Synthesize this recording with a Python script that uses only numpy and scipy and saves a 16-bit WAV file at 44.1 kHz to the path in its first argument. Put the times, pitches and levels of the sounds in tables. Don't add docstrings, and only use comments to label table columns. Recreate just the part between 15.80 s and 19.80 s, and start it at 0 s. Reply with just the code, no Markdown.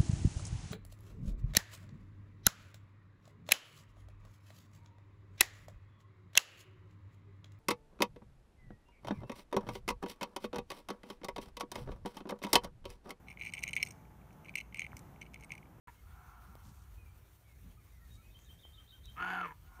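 import sys
import numpy as np
from scipy import signal
from scipy.fft import rfft, irfft
from scipy.io import wavfile
from scipy.ndimage import uniform_filter1d

SR = 44100
rng = np.random.default_rng(int(sys.argv[2]) if len(sys.argv) > 2 else 0)


def inscribe(sig):
    pcm = np.round(np.clip(np.atleast_2d(sig).T, -1, 1) * 32767)
    wavfile.write(sys.argv[1], SR, pcm.astype(np.int16))


def natural_amplitude(level_db):
    exponent = np.asarray(level_db, float) / 20
    return 10 ** exponent


N = 176400

# (time [s], effort [dB], pulse rate [Hz])
BARK = [
    (3.355, -48.5, 165.8),
    (3.426, -34.5, 179.1),
    (3.453, -37.5, 180.5),
    (3.541, -37, 181.8),
    (3.615, -36.5, 179.8),
    (3.661, -40, 172.8),
    (3.684, -50, 162),
    (3.722, -50, 147.3),
    (3.747, -84.5, 147),
]
MOUTH_HZ = [1170, 1430, 1450, 1520, 1390, 1110, 1010, 940, 900]
# (open-mouth frequency [Hz], width [Hz], level [dB], share of mouth movement [0-1],
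# loss with the mouth shut [dB])
THROAT = [(278, 54, -20, 0.03, 9.5), (474, 40, -34.5, 0.09, -22), (749, 82, -11.5, 0.85, 38.5),
          (1050, 145, -9.5, 0.09, 13), (1500, 100, 0, 1, 18), (1858, 380, -18.5, 0.31, -15),
          (2300, 230, -18, 0, 5), (2800, 300, -17.5, 0.3, 15), (3280, 440, -26, 0, 33),
          (4560, 450, -32.5, 0.77, 42), (6600, 610, -35.5, 0.35, 58), (11300, 1700, -34, 0.4, 58)]
# (frequency [Hz], density [dB per Hz])
WIND = [(15, -47), (25, -31), (54, 3.5), (70, 1), (92, -2), (181, -17.5), (248, -23.5), (399, -30),
        (500, -42), (650, -72), (1100, -120)]
# (frequency [Hz], density [dB per Hz])
HISS = [(180, -36), (300, -4.5), (822, -8.5), (2180, -10), (2570, -12), (4980, -18), (5870, -15.5),
        (7530, -17), (15600, -13)]
# (start [s], length [s], level [dB], start pitch [Hz], end pitch [Hz])
FLUTE = [(1.17, 0.072, -70.5, 2494, 2410), (1.25, 0.037, -70, 2350, 2300), (1.36, 0.098, -84, 2420, 2370),
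         (1.64, 0.12, -72, 2300, 2000), (1.98, 0.043, -75, 2473, 2120), (2.03, 0.078, -84, 2140, 2300),
         (2.1, .1, -74, 2130, 1900), (2.2, 0.066, -70.5, 1882, 1804), (2.27, 0.082, -79, 1800, 1620),
         (2.37, 0.044, -73, 2180, 2310), (2.41, 0.13, -73, 2460, 2510), (2.56, .12, -80, 1810, 1684),
         (2.29, 0.087, -68, 3700, 3760), (.13, 0.113, -76, 2165, 2064)]
# (start [s], length [s], level [dB], start pitch [Hz], end pitch [Hz])
MELLOW = [
    (1.86, .03, -85.5, 1160, 1210),
    (1.965, 0.042, -70.5, 1140, 1144),
    (2.06, 0.033, -78, 1050, 1020),
    (2.19, 0.085, -74.5, 1282, 1200),
    (2.35, 0.086, -72, 1126, 1266),
    (2.92, .13, -73, 1200, 1138),
    (3.06, .06, -82, 1120, 1320),
    (3.115, 0.068, -72, 1450, 1367),
]
# (low note start [s], low note level [dB], high note level [dB], high note pitch [Hz])
TRILL = [
    (2.543, -59.5, -77, 3650),
    (2.686, -58.5, -72, 3720),
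    (2.832, -59, -68, 3600),
    (2.973, -58, -67.5, 3640),
    (3.12, -59.5, -64, 3740),
    (3.276, -58.5, -62.5, 3740),
]
# (start [s], length [s], level [dB], frequency [Hz])
BUMPS = [
    (.66, 0.089, -61.5, 145),
    (.84, 0.092, -58.5, 149),
    (1.82, 0.091, -59, 168),
    (2.45, 0.081, -65, 127),
    (2.66, 0.18, -65, 103),
]
# (time [s], peak level [dB], shell resonance [Hz], brightness [0-1])
TICKS = [
    (.728, -60, 1450, .3),
    (.754, -38.5, 620, 0.35),
    (1.878, -68, 1300, 0.1),
    (2.591, -52, 2600, 0.9),
    (2.852, -43.5, 770, 0),
    (3.003, -63, 1800, .3),
    (3.257, -49.5, 5840, .8),
    (3.299, -52, 10200, 0.2),
]
# (start [s], length [s], level [dB], centre [Hz], width [Hz])
RUSTLES = [
    (0.831, 0.091, -68.5, 5970, 6400),
    (0.909, 0.14, -73, 6500, 6140),
    (2.315, 0.066, -70.5, 6940, 7000),
    (2.586, .09, -73, 6600, 1520),
    (2.703, 0.034, -72.5, 13800, 4000),
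    (3.992, 0.0112, -56.5, 490, 890),
]
# (frequency [Hz], width [Hz], level [dB])
NOTCHES = [(5040, 280, -2), (7670, 320, -2.), (10450, 300, -6)]

EARLIER_S, EARLIER_DB = 3.626, -2
OPEN_HZ = 1500
JITTER, SHIMMER_DB, WEAK_DB, PATCHY_DB = .055, 2.2, -2., 2.
ROUGH, PUFF_FLOOR, PUFF_CYCLE = .4, .15, .3
GROUND, GROUND_S = .4, 0.002306
SQUEEZE = 2.2
CHEST_DB, RISE_S = -16.5, 0.03
LEAD = 22050
ECHO_S, ECHO_RISE_S = .4, 0.22
WALL_DB, WALL_T60, ECHO_LO_HZ, ECHO_HI_HZ = -11., 1.2, 600, 1250
DEEP_DB, DEEP_T60, DEEP_LO_HZ, DEEP_HI_HZ = -15.5, 3.8, 574, 1190
HAZE_DB, HAZE_LO_HZ, HAZE_HI_HZ = -16, 1900, 2600
GRASS_DB, GRASS_T60 = -17., .25
WIND_DB, HISS_DB = -57, -70
FLUTE_ARCH, FLUTE_WET_DB, MELLOW_ARCH, MELLOW_WET_DB = 0.017, -2., .11, -16.
LOW_S, LOW_START_HZ, DIP_HZ, LOW_END_HZ = 0.0422, 3295, 3040, 3202
HIGH_S, HIGH_LEAD_S, HIGH_WIDTH_HZ = 0.052, .045, 220
BIRD_WET_DB, BIRD_T60 = -4., .35
TICK_T60 = 0.0046
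START_S, START_FADE_S, EDGE_HZ = .0722, .0012, 15730


def evened(x):
    return x / np.sqrt(np.mean(x ** 2) + 1e-20)


def add(mix, s, sound):
    part = mix[round(s * SR):][:len(sound)]
    part += sound[:len(part)]


def resonate(x, hz, width_hz):
    turn = np.exp(2j * np.pi * np.cumsum(hz * np.ones(len(x))) / SR)
    r = np.exp(-np.pi * width_hz / SR)
    baseband = signal.lfilter([1 - r], [1, -r], x / turn + 1e-18)
    return 2 * (turn * baseband).real


def band(x, lo_hz, hi_hz):
    sos = signal.butter(2, [lo_hz, hi_hz], "bandpass", fs=SR, output="sos")
    return signal.sosfilt(sos, x)


def span(length):
    u = np.arange(0, length, 1 / SR) / length
    return u, np.sqrt(np.sin(np.pi * u))


def scatter(t60, size):
    tail = rng.standard_normal(size) * natural_amplitude(-60 * np.arange(size) / SR / t60)
    return tail / np.linalg.norm(tail)


def voice_source(t, s, turns):
    wobble, size, *patches = np.tanh(rng.standard_normal((200, 16)).T) * 1.6
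    rough_turns = turns + JITTER * np.interp(turns, np.arange(len(size)), wobble)
    k = np.floor(rough_turns).astype(int).clip(0)
    strength = natural_amplitude(SHIMMER_DB * size[k] + WEAK_DB * (k % 2))
    clicks = strength * (np.diff(np.maximum.accumulate(k), prepend=0) > 0)
    puff_shape = PUFF_FLOOR + np.exp(-(rough_turns % 1) / PUFF_CYCLE)
    puffs = strength * puff_shape * rng.standard_normal(len(t))
    drive = (1 - ROUGH) * evened(clicks) + ROUGH * evened(puffs)
    return drive, [PATCHY_DB * patch[k] for patch in patches]


def throat_filter(drive, patches_db, shut):
    throat = 0
    for n, (hz, width_hz, db, share, lost_db) in enumerate(THROAT):
        moving_hz = hz * (1 + share * shut)
        ring = resonate(drive * natural_amplitude(patches_db[n]), moving_hz, width_hz)
        ring = resonate(ring, moving_hz, 3 * width_hz)
        throat = throat + (-1) ** n * natural_amplitude(db + lost_db * shut) * evened(ring)
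    throat = throat + GROUND * np.roll(throat, round(GROUND_S * SR))
    throat = throat / np.sqrt(uniform_filter1d(throat ** 2, size=1100))
    swing = uniform_filter1d(abs(signal.hilbert(throat)), size=60) / SQUEEZE + 1e-9
    return throat * np.tanh(swing) / swing


def bark():
    s, effort_db, rate_hz = np.transpose(BARK)
    t = np.arange(s[0], s[-1], 1 / SR)
    turns = np.cumsum(np.interp(t, s, rate_hz)) / SR
    drive, patches_db = voice_source(t, s, turns)
    shut = np.interp(t, s, MOUTH_HZ) / OPEN_HZ - 1
    throat = throat_filter(drive, patches_db, shut)
    effort = np.interp(t, s, effort_db)
    chest_db = CHEST_DB + effort.max() + 0.18 * (effort - effort.max())
    chest = natural_amplitude(chest_db) * np.cos(2 * np.pi * turns)
    rise = np.minimum((t - s[0]) / RISE_S, 1)
    return natural_amplitude(effort) * throat * rise + chest * span(len(t) / SR - 1e-6)[1]


def deer():
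    dry = np.zeros(N + LEAD)
    start_s = BARK[0][0] + LEAD / SR
    add(dry, start_s, bark())
    add(dry, start_s - EARLIER_S, natural_amplitude(EARLIER_DB) * bark())
    size = 2 * SR
    trees = natural_amplitude(WALL_DB) * band(scatter(WALL_T60, size), ECHO_LO_HZ, ECHO_HI_HZ)
    trees = trees + natural_amplitude(DEEP_DB) * band(scatter(DEEP_T60, size), DEEP_LO_HZ, DEEP_HI_HZ)
    trees = trees + natural_amplitude(HAZE_DB) * band(scatter(WALL_T60, size), HAZE_LO_HZ, HAZE_HI_HZ)
    trees = trees * np.minimum(np.arange(size) / SR / ECHO_RISE_S, 1)
    trees = np.pad(trees, (round(ECHO_S * SR), 0))
    add(trees, .005, natural_amplitude(GRASS_DB) * scatter(GRASS_T60, size=SR // 2))
    return (dry + signal.fftconvolve(dry, trees)[:N + LEAD])[LEAD:]


def bed(points, db, patchy_db, swell_db, size):
    frames, hz = 4 * N // size + 5, np.fft.rfftfreq(size, 1 / SR)
    a, b, patches = rng.standard_normal((frames, len(hz), 3)).T
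    swell = evened(uniform_filter1d(patches[0], size=9))
    patches = uniform_filter1d(patches, size=10, axis=0)
    patches = evened(uniform_filter1d(patches, size=10, axis=1))
    f, level = np.transpose(points)
    level = np.interp(np.log(hz + 1), np.log(f + 1), level, left=-90, right=-90)
    z = (a + 1j * b) * natural_amplitude(level[:, None] + patchy_db * patches + swell_db * swell)
    noise = signal.istft(z, nperseg=size, noverlap=3 * size // 4)[1][:N]
    return natural_amplitude(db) * evened(noise)


def wind():
    return bed(WIND, WIND_DB, patchy_db=1.0, swell_db=2.05, size=4096)


def hiss():
    return bed(HISS, HISS_DB, patchy_db=-1.7, swell_db=1.3, size=1024)


def whistle(hz, db, envelope):
    flutter = evened(uniform_filter1d(rng.standard_normal(SR // 4), size=300))[:len(hz)]
    return natural_amplitude(db + 2 * flutter) * envelope * np.sin(2 * np.pi * np.cumsum(hz) / SR)


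def blurred(mix, trees, wet_db):
    return mix + natural_amplitude(wet_db) * signal.fftconvolve(mix, trees)[:N]


def whistler(notes, arch, wet_db, trees):
    mix = np.zeros(N)
    for s, length, db, a_hz, b_hz in notes:
        u, envelope = span(length)
        hz = (a_hz + (b_hz - a_hz) * u) * (1 + arch * np.sin(np.pi * u))
        add(mix, s, whistle(hz, db, envelope))
    return blurred(mix, trees, wet_db)


def trill(trees):
    mix = np.zeros(N)
    for s, low_db, high_db, high_hz in TRILL:
        u, envelope = span(LOW_S)
        hz = np.interp(u, [0, .25, .6], [LOW_START_HZ, DIP_HZ, LOW_END_HZ])
        add(mix, s, whistle(hz, low_db, envelope))
        u, envelope = span(HIGH_S)
        hz = high_hz * np.interp(u, [0, .3, .75, 1], [.96, 1.02, 1.0, .93])
        buzz = resonate(rng.standard_normal(len(u)), hz, HIGH_WIDTH_HZ)
        buzz = resonate(buzz, hz, HIGH_WIDTH_HZ)
        add(mix, s - HIGH_LEAD_S, natural_amplitude(high_db) * envelope * evened(buzz))
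    return blurred(mix, trees, BIRD_WET_DB)


def birds():
    trees = scatter(BIRD_T60, size=SR // 2)
    flute = whistler(FLUTE, FLUTE_ARCH, FLUTE_WET_DB, trees)
    mellow = whistler(MELLOW, MELLOW_ARCH, MELLOW_WET_DB, trees)
    return flute + mellow + trill(trees)


def hand_bumps():
    mix = np.zeros(N)
    for s, length, db, hz in BUMPS:
        u, envelope = span(length)
        thud = resonate(resonate(rng.standard_normal(len(u)), hz, 100), hz, 100)
        add(mix, s, natural_amplitude(db) * envelope * evened(thud))
    return mix


def finger_ticks():
    mix, t = np.zeros(N), np.arange(1000) / SR
    for s, db, hz, bright in TICKS:
        snap = bright * rng.standard_normal(len(t)) * natural_amplitude(-60 * t / 0.0024)
        ring = np.sin(2 * np.pi * hz * t) * natural_amplitude(-60 * t / TICK_T60)
        add(mix, s, natural_amplitude(db) * (snap + ring))
    return mix


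def cloth_rustles():
    mix = np.zeros(N)
    for s, length, db, hz, width_hz in RUSTLES:
        u, envelope = span(length)
        grain, clump = rng.standard_normal((SR // 4, 2))[:len(u)].T
        clump = natural_amplitude(3.0 * evened(uniform_filter1d(clump, size=150)))
        rustle = resonate(resonate(grain * clump, hz, width_hz), hz, width_hz)
        add(mix, s, natural_amplitude(db) * envelope * evened(rustle))
    return mix


def scene():
    handling = hand_bumps() + finger_ticks() + cloth_rustles()
    return (deer() + wind() + hiss() + birds() + handling)[None]


def top_cut(x):
    return signal.sosfilt(signal.butter(12, 15720, fs=SR, output="sos"), x)


def record(dry):
    hz = np.fft.rfftfreq(N, 1 / SR)
    colour_db = sum(db * np.exp(-((hz - f_hz) / width_hz) ** 2) for f_hz, width_hz, db in NOTCHES)
    coloured = irfft(rfft(dry) * natural_amplitude(colour_db) * (hz < EDGE_HZ), N)
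    fade_in = np.clip((np.arange(N) / SR - START_S) / START_FADE_S, 0, 1)
    return top_cut(coloured * fade_in)


dry = scene()
out = record(dry)
inscribe(out)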